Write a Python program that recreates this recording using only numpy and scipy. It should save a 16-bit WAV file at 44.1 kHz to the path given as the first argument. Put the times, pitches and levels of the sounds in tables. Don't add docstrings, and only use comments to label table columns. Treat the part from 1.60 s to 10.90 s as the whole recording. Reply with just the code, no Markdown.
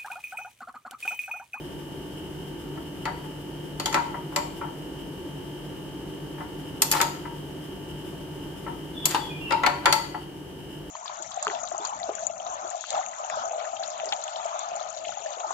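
import sys
import numpy as np
from scipy import signal
from scipy.fft import rfft, irfft
from scipy.io import wavfile

SR = 44100
rng = np.random.default_rng(int(sys.argv[2]) if len(sys.argv) > 2 else 0)


def dump(signal):
    limited = np.clip(np.atleast_2d(signal).T, -1, 1)
    pcm = np.round(limited * 32767).astype(np.int16)
    wavfile.write(sys.argv[1], SR, pcm)


N = 410130

# start in seconds, relative click level in dB, relative clank level in dB,
# free ring against the click in dB, weight of the wheel's upper modes in dB, thud against the wheel's
# modes in dB, ping favoured by the contact point in Hz, its lift in dB.
STRIKE_EVENTS = [ (1.454, -29, -25, -17, 6, -2, 4470, 2), (2.198, -23, -27.5, -11, -12, 2, 4500, 2),
                 (2.2578, -16.5, -26, -16, -1, 6, 3260, 13), (2.3261, -26, -28, -22, 16, -3, 6780, 9),
                 (2.343, -18, -17, -25, 2, -4, 6700, 1), (2.761, -15.5, -21.5, -40, -9, -10, 7400, 7),
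                 (5.219, -7.5, -25.5, -33.5, 3, 2, 6700, 1), (5.3136, -11, -30.5, -26, 9, 1, 9500, 7),
                 (5.3231, -16, -27, -32, 0, -2, 5000, 11), (5.3349, -26, -23.5, -31, 8, 3, 6780, 4),
                 (5.4015, -24, -18, -32, 7, 0, 5000, 0), (5.4129, -12.5, -22, -23, 0, 4.5, 4480, 0.5),
                 (7.4548, -9, -29.5, -24.5, -3, 3, 7950, 4), (7.509, -25, -34, -9, -2, -3, 6740, -1),
                 (7.546, -23, -16, -28, -5.5, 11, 9500, 14), (7.907, -27, -20.5, -25, 6, 3.5, 2750, 1),
                 (7.9214, -24.5, -19.5, -25, -13, -3, 4900, 14), (8.0345, -25, -16.5, -27, 5, -1, 4100, 1),
                 (8.0628, -16, -14.5, -23, 3.5, -1, 4330, 9), (8.2565, -13, -12, -14, 12.5, -0.5, 3400, 7),
                 (8.3252, -9.5, -18.5, -18, 4, -5, 4600, 11)]
# start in seconds, relative clank level in dB.
KNOCK_EVENTS = [(1.173, -37), (1.474, -25.5), (1.642, -44.5), (2.355, -21.5), (2.369, -22.5), (2.541, -29),
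                (2.722, -37), (2.774, -30), (3.012, -28.5), (3.04, -35), (4.779, -39), (4.805, -32.5),
                (5.352, -22.5), (5.651, -32.5), (7.063, -32.5), (7.075, -35), (8.271, -17), (8.297, -28),
                (8.543, -28.5)]
# start in seconds, length in seconds, relative level in dB.
SCRAPE_EVENTS = [(5.333, 0.063, -36), (7.47, 0.082, -41.5)]
# frequency in Hz, weight in dB loose, in dB pressed.
WRENCH_MODES = [(2640, -14, -2), (3280, -6, -12), (4530, 2, -6), (5000, -14, -7), (6760, 2, -3),
                (7200, -6, 2), (8070, -8, -2), (9600, -2, -6), (11680, -6, -6), (12600, -7, 1),
                (13900, -7, -16), (14600, -5, -6)]
# frequency in Hz, weight in dB, T60 in seconds.
FREE_MODES = [(2005, -7, .5), (4580, 1, .5), (6740, -7, .38), (9650, -18, .3)]
# frequency in Hz, weight in dB, T60 in seconds when struck.
WHEEL_MODES = [(294, -20.5, 0.24), (376, -9, 0.09), (584, -6, 0.19), (735, -10.5, 0.33), (873, 0.5, 0.22),
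               (930.5, -2, 0.32), (971.4, -3.5, 0.29), (1087, -3.5, 0.096), (1253, -11, 0.069),
               (1344, 2, 0.066), (1802, 1.5, 0.032), (1999, 0.5, 0.052), (2182, -7, 0.055),
               (2388, -5.5, 0.063), (2800, -40, .07), (3520, -21, .07)]
# frequency in Hz, relative density in dB.
CRACK_SPECTRUM = [(300, -17), (1200, -10), (2500, 0.5), (5000, 4), (9000, 2), (10500, -7), (12500, 3),
                  (15000, -24)]
THUD_SPECTRUM = [(100, -35), (300, -1), (600, 2), (900, 8.5), (1400, 4), (2200, -5.5), (4000, -3.5),
                 (7000, -11), (15000, -35)]
# frequency in Hz, T60 in seconds.
ROOM_DECAY = [(200, 1), (1000, 0.46), (3000, 0.56), (7000, 0.49), (15000, 0.41)]
# start in seconds, length in seconds, target pitch in Hz, relative level in dB.
BIRD_NOTES = [(7.33, 0.14, 3393, -36.5), (7.585, 0.115, 3294, -37.5), (7.685, 0.096, 2398, -40.5),
              (7.788, 0.17, 2715, -33)]
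# multiple of the shaft rate, relative level in dB.
HUM_ORDERS = [(1, -59), (3, -49), (4, -51), (18, -56), (19, -57), (20, -64), (24, -66), (32, -69),
              (33, -65), (35, -68), (37, -65), (56, -69), (59, -59), (62, -58), (64, -59)]
# frequency in Hz, relative level per harmonic in dB.
BUZZ_SPECTRUM = [(600, -79), (1500, -77), (2550, -82), (2750, -69), (3050, -62), (3250, -74), (3420, -77),
                 (4400, -95.5), (5250, -77), (5900, -88.5), (9600, -80), (10200, -84.5)]
# frequency in Hz, relative level in dB.
MAINS_LINES = [(150.5, -49.5), (301.3, -51)]
# frequency in Hz, relative density in dB.
AIR_SPECTRUM = [(33, -27), (43, -7.5), (85, -7), (125, -8), (150, 1), (190, -5.5), (225, -13.5), (280, -1),
                (375, 0), (430, -8), (700, -16.5), (1300, -23), (4000, -33.5), (15300, -41.5)]
# frequency in Hz, left-right correlation.
AIR_CORRELATION = [(50, 0.87), (300, 0.86), (600, 0.52), (1200, 0.0092), (4000, 0.02)]
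# time in seconds, gain in dB.
BACKGROUND_SWELL = [(0, 0.9), (7.8, 0.72), (8.7, -2), (9.3, -1)]

WRENCH_T60_S, TREBLE_LEFT_DB_PER_OCT = 0.024, 0.6
LOOSE_FREE_DB, PRESSED_FREE_DB = -16.5, -28.5
SQUARE_TILT_DB_PER_OCT, TILT_PER_GLANCE_DB = -7, 0.4745
STRIKE_SOFTNESS, SOFTNESS_PER_DB = 0.36, 0.01
KNOCK_SOFTNESS, KNOCK_THUD_DB, KNOCK_T60_SCALE = 0.83, -1.5, 0.7
LIGHT_KNOCK_DB, LIGHT_UPPER_DB, UPPER_PER_DB = -38, 3, -0.16
SHAFT_HZ, THROB_HZ, THROB_ORDERS = 48.27, 3.6, (65, 66)
BAND_LIMIT_HZ = 15600


def wrench(click_gain_db=-7.0, size=16384, path_count=6):
    t, out = np.arange(size) / SR, np.zeros((2, N))
    paths = [(room(early_db=-8.0, tail_db=-9.0), room(early_db=-2.5, tail_db=-5.5))
             for _ in range(path_count)]
    for k, strike in enumerate(STRIKE_EVENTS):
        start_s, click_db, clank_db, free_db, upper_db, thud_db, ping_hz, ping_db = strike
        steel_path, wheel_path = paths[k % path_count]
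        glance_db = click_db - clank_db
        tilt = SQUARE_TILT_DB_PER_OCT + TILT_PER_GLANCE_DB * glance_db
        steel = amp(click_db + click_gain_db) * click(t, tilt, free_db, ping_hz, ping_db)
        add(out, start_s, reverberate(steel * lean_left(0.6), steel_path))
        softness = STRIKE_SOFTNESS + SOFTNESS_PER_DB * upper_db
        add(out, *wheel_blow(t, start_s, clank_db, softness, upper_db, thud_db, 1, wheel_path))
    for k, (start_s, clank_db) in enumerate(KNOCK_EVENTS):
        _, wheel_path = paths[k % path_count]
        upper_db = LIGHT_UPPER_DB + UPPER_PER_DB * max(clank_db - LIGHT_KNOCK_DB, 0)
        add(out, *wheel_blow(t, start_s, clank_db, KNOCK_SOFTNESS, upper_db,
                             KNOCK_THUD_DB, KNOCK_T60_SCALE, wheel_path))
    for k, (start_s, length_s, level_db) in enumerate(SCRAPE_EVENTS):
        _, wheel_path = paths[k % path_count]
        add(out, start_s, reverberate(scrape(length_s, level_db), wheel_path))
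    return out


def click(t, tilt_db_per_oct, free_db, ping_hz, ping_db, ping_width_hz=310, crack_s=0.0047, rise_s=0.0008):
    pressed = np.clip((free_db - LOOSE_FREE_DB) / (PRESSED_FREE_DB - LOOSE_FREE_DB), 0, 1)
    held = [(hz, loose_db + pressed * (pressed_db - loose_db), WRENCH_T60_S)
            for hz, loose_db, pressed_db in WRENCH_MODES]
    modes = unit_attack(ring_modes(held, t, scatter_db=1.5, spread_hz=95, count=5))
    crack = unit_attack(noise(CRACK_SPECTRUM, len(t)) * np.exp(-t / crack_s))
    onset = 1 - np.exp(-t / rise_s)
    hz = np.fft.rfftfreq(len(t), 1 / SR)
    colour_db = tilt_db_per_oct * np.log2(np.maximum(hz, 2000) / 7000)
    colour_db += ping_db * np.exp(-((hz - ping_hz) / ping_width_hz) ** 2)
    pan = lean_left(TREBLE_LEFT_DB_PER_OCT * np.log2(np.maximum(hz / 5000, 1)))
    snap = irfft(rfft((modes + crack) * onset) * amp(colour_db) * pan, len(t)) * (t < t[-1] / 2)
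    free = ring_modes(FREE_MODES, t, scatter_db=1.5, spread_hz=22, count=4) * onset
    return unit_attack(snap) + amp(free_db) * unit_attack(free)


def wheel_blow(t, contact_s, level_db, softness, upper_db, thud_db, t60_scale, path, gain_db=-4.0):
    lead = rub()
    blow = np.hstack([lead, clank(t, softness, upper_db, thud_db, t60_scale)])
    blow *= amp(level_db + gain_db) * lean_left(2.3)
    return contact_s - lead.shape[1] / SR, reverberate(blow, path)


def clank(t, softness, upper_db, thud_db, t60_scale, thud_s=0.0082,
          hard_rise_s=0.00036, soft_rise_s=0.0031, hard_hz=6000, soft_hz=1600, crossfeed=0.45):
    softness = np.clip(softness, 0, 1)
    damped = [(hz, db, t60_s * t60_scale) for hz, db, t60_s in WHEEL_MODES]
    modes = unit_attack(ring_modes(damped, t, scatter_db=1.0, spread_hz=4 / t60_scale ** 2))
    thud = unit_attack(noise(THUD_SPECTRUM, len(t)) * np.exp(-t / thud_s))
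    onset = 1 - np.exp(-t / (hard_rise_s + softness * soft_rise_s))
    sound = (modes + amp(thud_db) * thud) * onset
    upper = signal.lfilter(*signal.butter(1, [1300, 2200], "bandpass", fs=SR), sound)
    sound += (amp(upper_db) - 1) * upper
    cutoff_hz = hard_hz * (soft_hz / hard_hz) ** softness
    sound = signal.sosfilt(signal.butter(4, cutoff_hz, fs=SR, output="sos"), sound)
    return unit_attack(sound + crossfeed * sound[::-1])


def ring_modes(modes, t, scatter_db, spread_hz, count=1):
    out = np.zeros((2, len(t)))
    for hz, db, t60_s in modes:
        age_s = t[t < t60_s].astype(np.float32)
        partial_hz = (hz + spread_hz * rng.standard_normal((count, 1, 1))).astype(np.float32)
        cluster = np.sin(2 * np.pi * (partial_hz * age_s + rng.random((count, 2, 1), np.float32))).sum(0)
        weight = amp(db + scatter_db * rng.standard_normal((2, 1)))
        out[:, :len(age_s)] += weight * cluster * np.exp(-np.log(1000) * age_s / t60_s)
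    return out


def rub(relative_db=-18, swell_s=0.017, size=2048):
    t = np.arange(size) / SR
    friction = unit_rms(signal.lfilter(*signal.butter(2, 1800, fs=SR), noise(THUD_SPECTRUM, size)))
    return amp(relative_db) * friction * np.exp((t - t[-1]) / swell_s)


def scrape(length_s, level_db, slips_per_s=1100):
    size = round(length_s * SR)
    slips = rng.standard_normal(size) * (rng.random(size) < slips_per_s / SR)
    grit = signal.lfilter(*signal.butter(1, [1200, 3000], "bandpass", fs=SR), slips)
    return amp(level_db) * unit_rms(grit * signal.windows.tukey(size))[None]


def bird(gain_db=-12, sharp_share=0.0479, sink_s=0.048, fade_share=0.42):
    out, far_path = np.zeros((2, N)), room(early_db=6, tail_db=11)
    waver = 1 + .016 * drift(160)
    for start_s, length_s, target_hz, level_db in BIRD_NOTES:
        t = np.arange(0, length_s, 1 / SR)
        pitch_hz = target_hz * (1 + sharp_share * np.exp(-t / sink_s))
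        pitch_hz *= waver[((start_s + t) * SR).astype(int)]
        envelope = amp(level_db + gain_db) * signal.windows.tukey(len(t), fade_share)
        whistle = envelope * np.sin(2 * np.pi * np.cumsum(pitch_hz) / SR)
        add(out, start_s, reverberate(whistle[None], far_path))
    return out


def motor(wobble_share=0.000382, hum_gain_db=-2.33, buzz_gain_db=0.2, rattle_db=-4, size=4096):
    orders = np.arange(size // 2 + 1)
    casing_db = read_curve(BUZZ_SPECTRUM, orders * SHAFT_HZ) + buzz_gain_db
    steady_db = casing_db + 2 * rng.standard_normal((2, len(orders)))
    for order, line_db in HUM_ORDERS:
        steady_db[:, round(order)] = line_db + hum_gain_db
    turns = np.cumsum(SHAFT_HZ * (1 + wobble_share * drift(2.0))) / SR
    steady = shaft_wave(steady_db, turns, size)
    rattle = shaft_wave(casing_db, turns, size) * drift(15.4)
    shaft = steady + amp(rattle_db) * rattle + whine(turns)
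    return shaft * lean_left(0.9) + mains_hum()


def shaft_wave(orders_db, turns, size):
    hz = np.arange(size // 2 + 1) * SHAFT_HZ
    offset_cycles = np.clip(hz / 2000, 0, 1) * rng.uniform(-0.87, 0.63, len(hz))
    offset_cycles[[round(order) for order, _ in HUM_ORDERS]] *= .3
    phase_cycles = rng.random(len(hz)) + np.outer([0, 1], offset_cycles)
    spectrum = amp(orders_db) * (hz < BAND_LIMIT_HZ) * np.exp(2j * np.pi * phase_cycles)
    one_turn = irfft(spectrum) * size / np.sqrt(2)
    return np.array([np.interp(turns % 1 * size, np.arange(size), side) for side in one_turn])


def whine(turns, level_db=-61.5, jitter_cycles=.25):
    beats = np.arange(N) / SR * THROB_HZ + jitter_cycles * drift(1)
    lines = np.zeros(N)
    for order in THROB_ORDERS:
        throb = 1 + np.cos(2 * np.pi * beats + drift(3.3))
        lines += throb * np.sin(2 * np.pi * order * turns + .5 * drift(22))
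    return amp(level_db) * unit_rms(lines)


def mains_hum():
    t = np.arange(N) / SR
    return sum(amp(db) * np.sqrt(2) * np.sin(2 * np.pi * hz * t + .5 * drift(4.6))
               for hz, db in MAINS_LINES)


def air(level_db=-39.0, flutter_db=0.4):
    left, other = rfft(noise(AIR_SPECTRUM, N))
    correlation = np.clip(read_curve(AIR_CORRELATION, np.fft.rfftfreq(N, 1 / SR)), -1, 1)
    right = correlation * left + np.sqrt(1 - correlation ** 2) * other
    return irfft([left, right], N) * amp(level_db + flutter_db * drift(48))


def room(early_db, tail_db, early_s=0.016, build_s=0.0072, size=24576):
    t = np.arange(size) / SR
    hz, frame_s, bands = signal.stft(rng.standard_normal((2, size)), SR, nperseg=256)
    bands *= np.exp(-np.log(1000) * frame_s / read_curve(ROOM_DECAY, hz)[:, None])
    tail = signal.istft(bands, SR, nperseg=256)[1][:, :size] * (1 - np.exp(-t / build_s))
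    reflections = rng.standard_normal((2, size)) * (rng.random((2, size)) < .03)
    early = reflections * np.exp(-t / early_s) * (t > .003)
    response = (amp(early_db) * unit_rms(early) + amp(tail_db) * unit_rms(tail)) / np.sqrt(size)
    response[:, 0] += 1
    return response


def reverberate(x, path):
    return signal.fftconvolve(x.astype(np.float32), path.astype(np.float32), axes=1)


def noise(spectrum, size):
    hz = np.fft.rfftfreq(size, 1 / SR)
    return unit_rms(irfft(rfft(rng.standard_normal((2, size))) * amp(read_curve(spectrum, hz)), size))


def drift(rate_hz):
    hz = np.fft.rfftfreq(N, 1 / SR)
    return unit_rms(irfft(rfft(rng.standard_normal(N)) * np.exp(-(hz / rate_hz) ** 2), N))


def amp(db):
    return 10 ** (np.asarray(db) / 20)


def lean_left(db):
    return amp(db * np.array([[1], [-1]]))


def unit_rms(x):
    return x / np.sqrt(np.mean(x ** 2) + 1e-20)


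def unit_attack(x, attack_samples=512):
    return x / np.sqrt(np.mean(x[:, :attack_samples] ** 2))


def read_curve(points, hz):
    point_hz, values = np.transpose(points)
    return np.interp(np.log(hz + 1), np.log(point_hz), values)


def add(mix, start_s, sound):
    part = mix[:, round(start_s * SR):][:, :sound.shape[-1]]
    part += sound[..., :part.shape[1]]


def scene():
    swell = amp(np.interp(np.arange(N) / SR, *np.transpose(BACKGROUND_SWELL)))
    return wrench() + bird() + swell * (motor() + air())


def record(dry):
    lowpass = signal.firwin(301, BAND_LIMIT_HZ, window=("kaiser", 8), fs=SR)
    return signal.oaconvolve(np.clip(dry, -1, 1), lowpass[None], "same")


dry = scene()
out = record(dry)
dump(out)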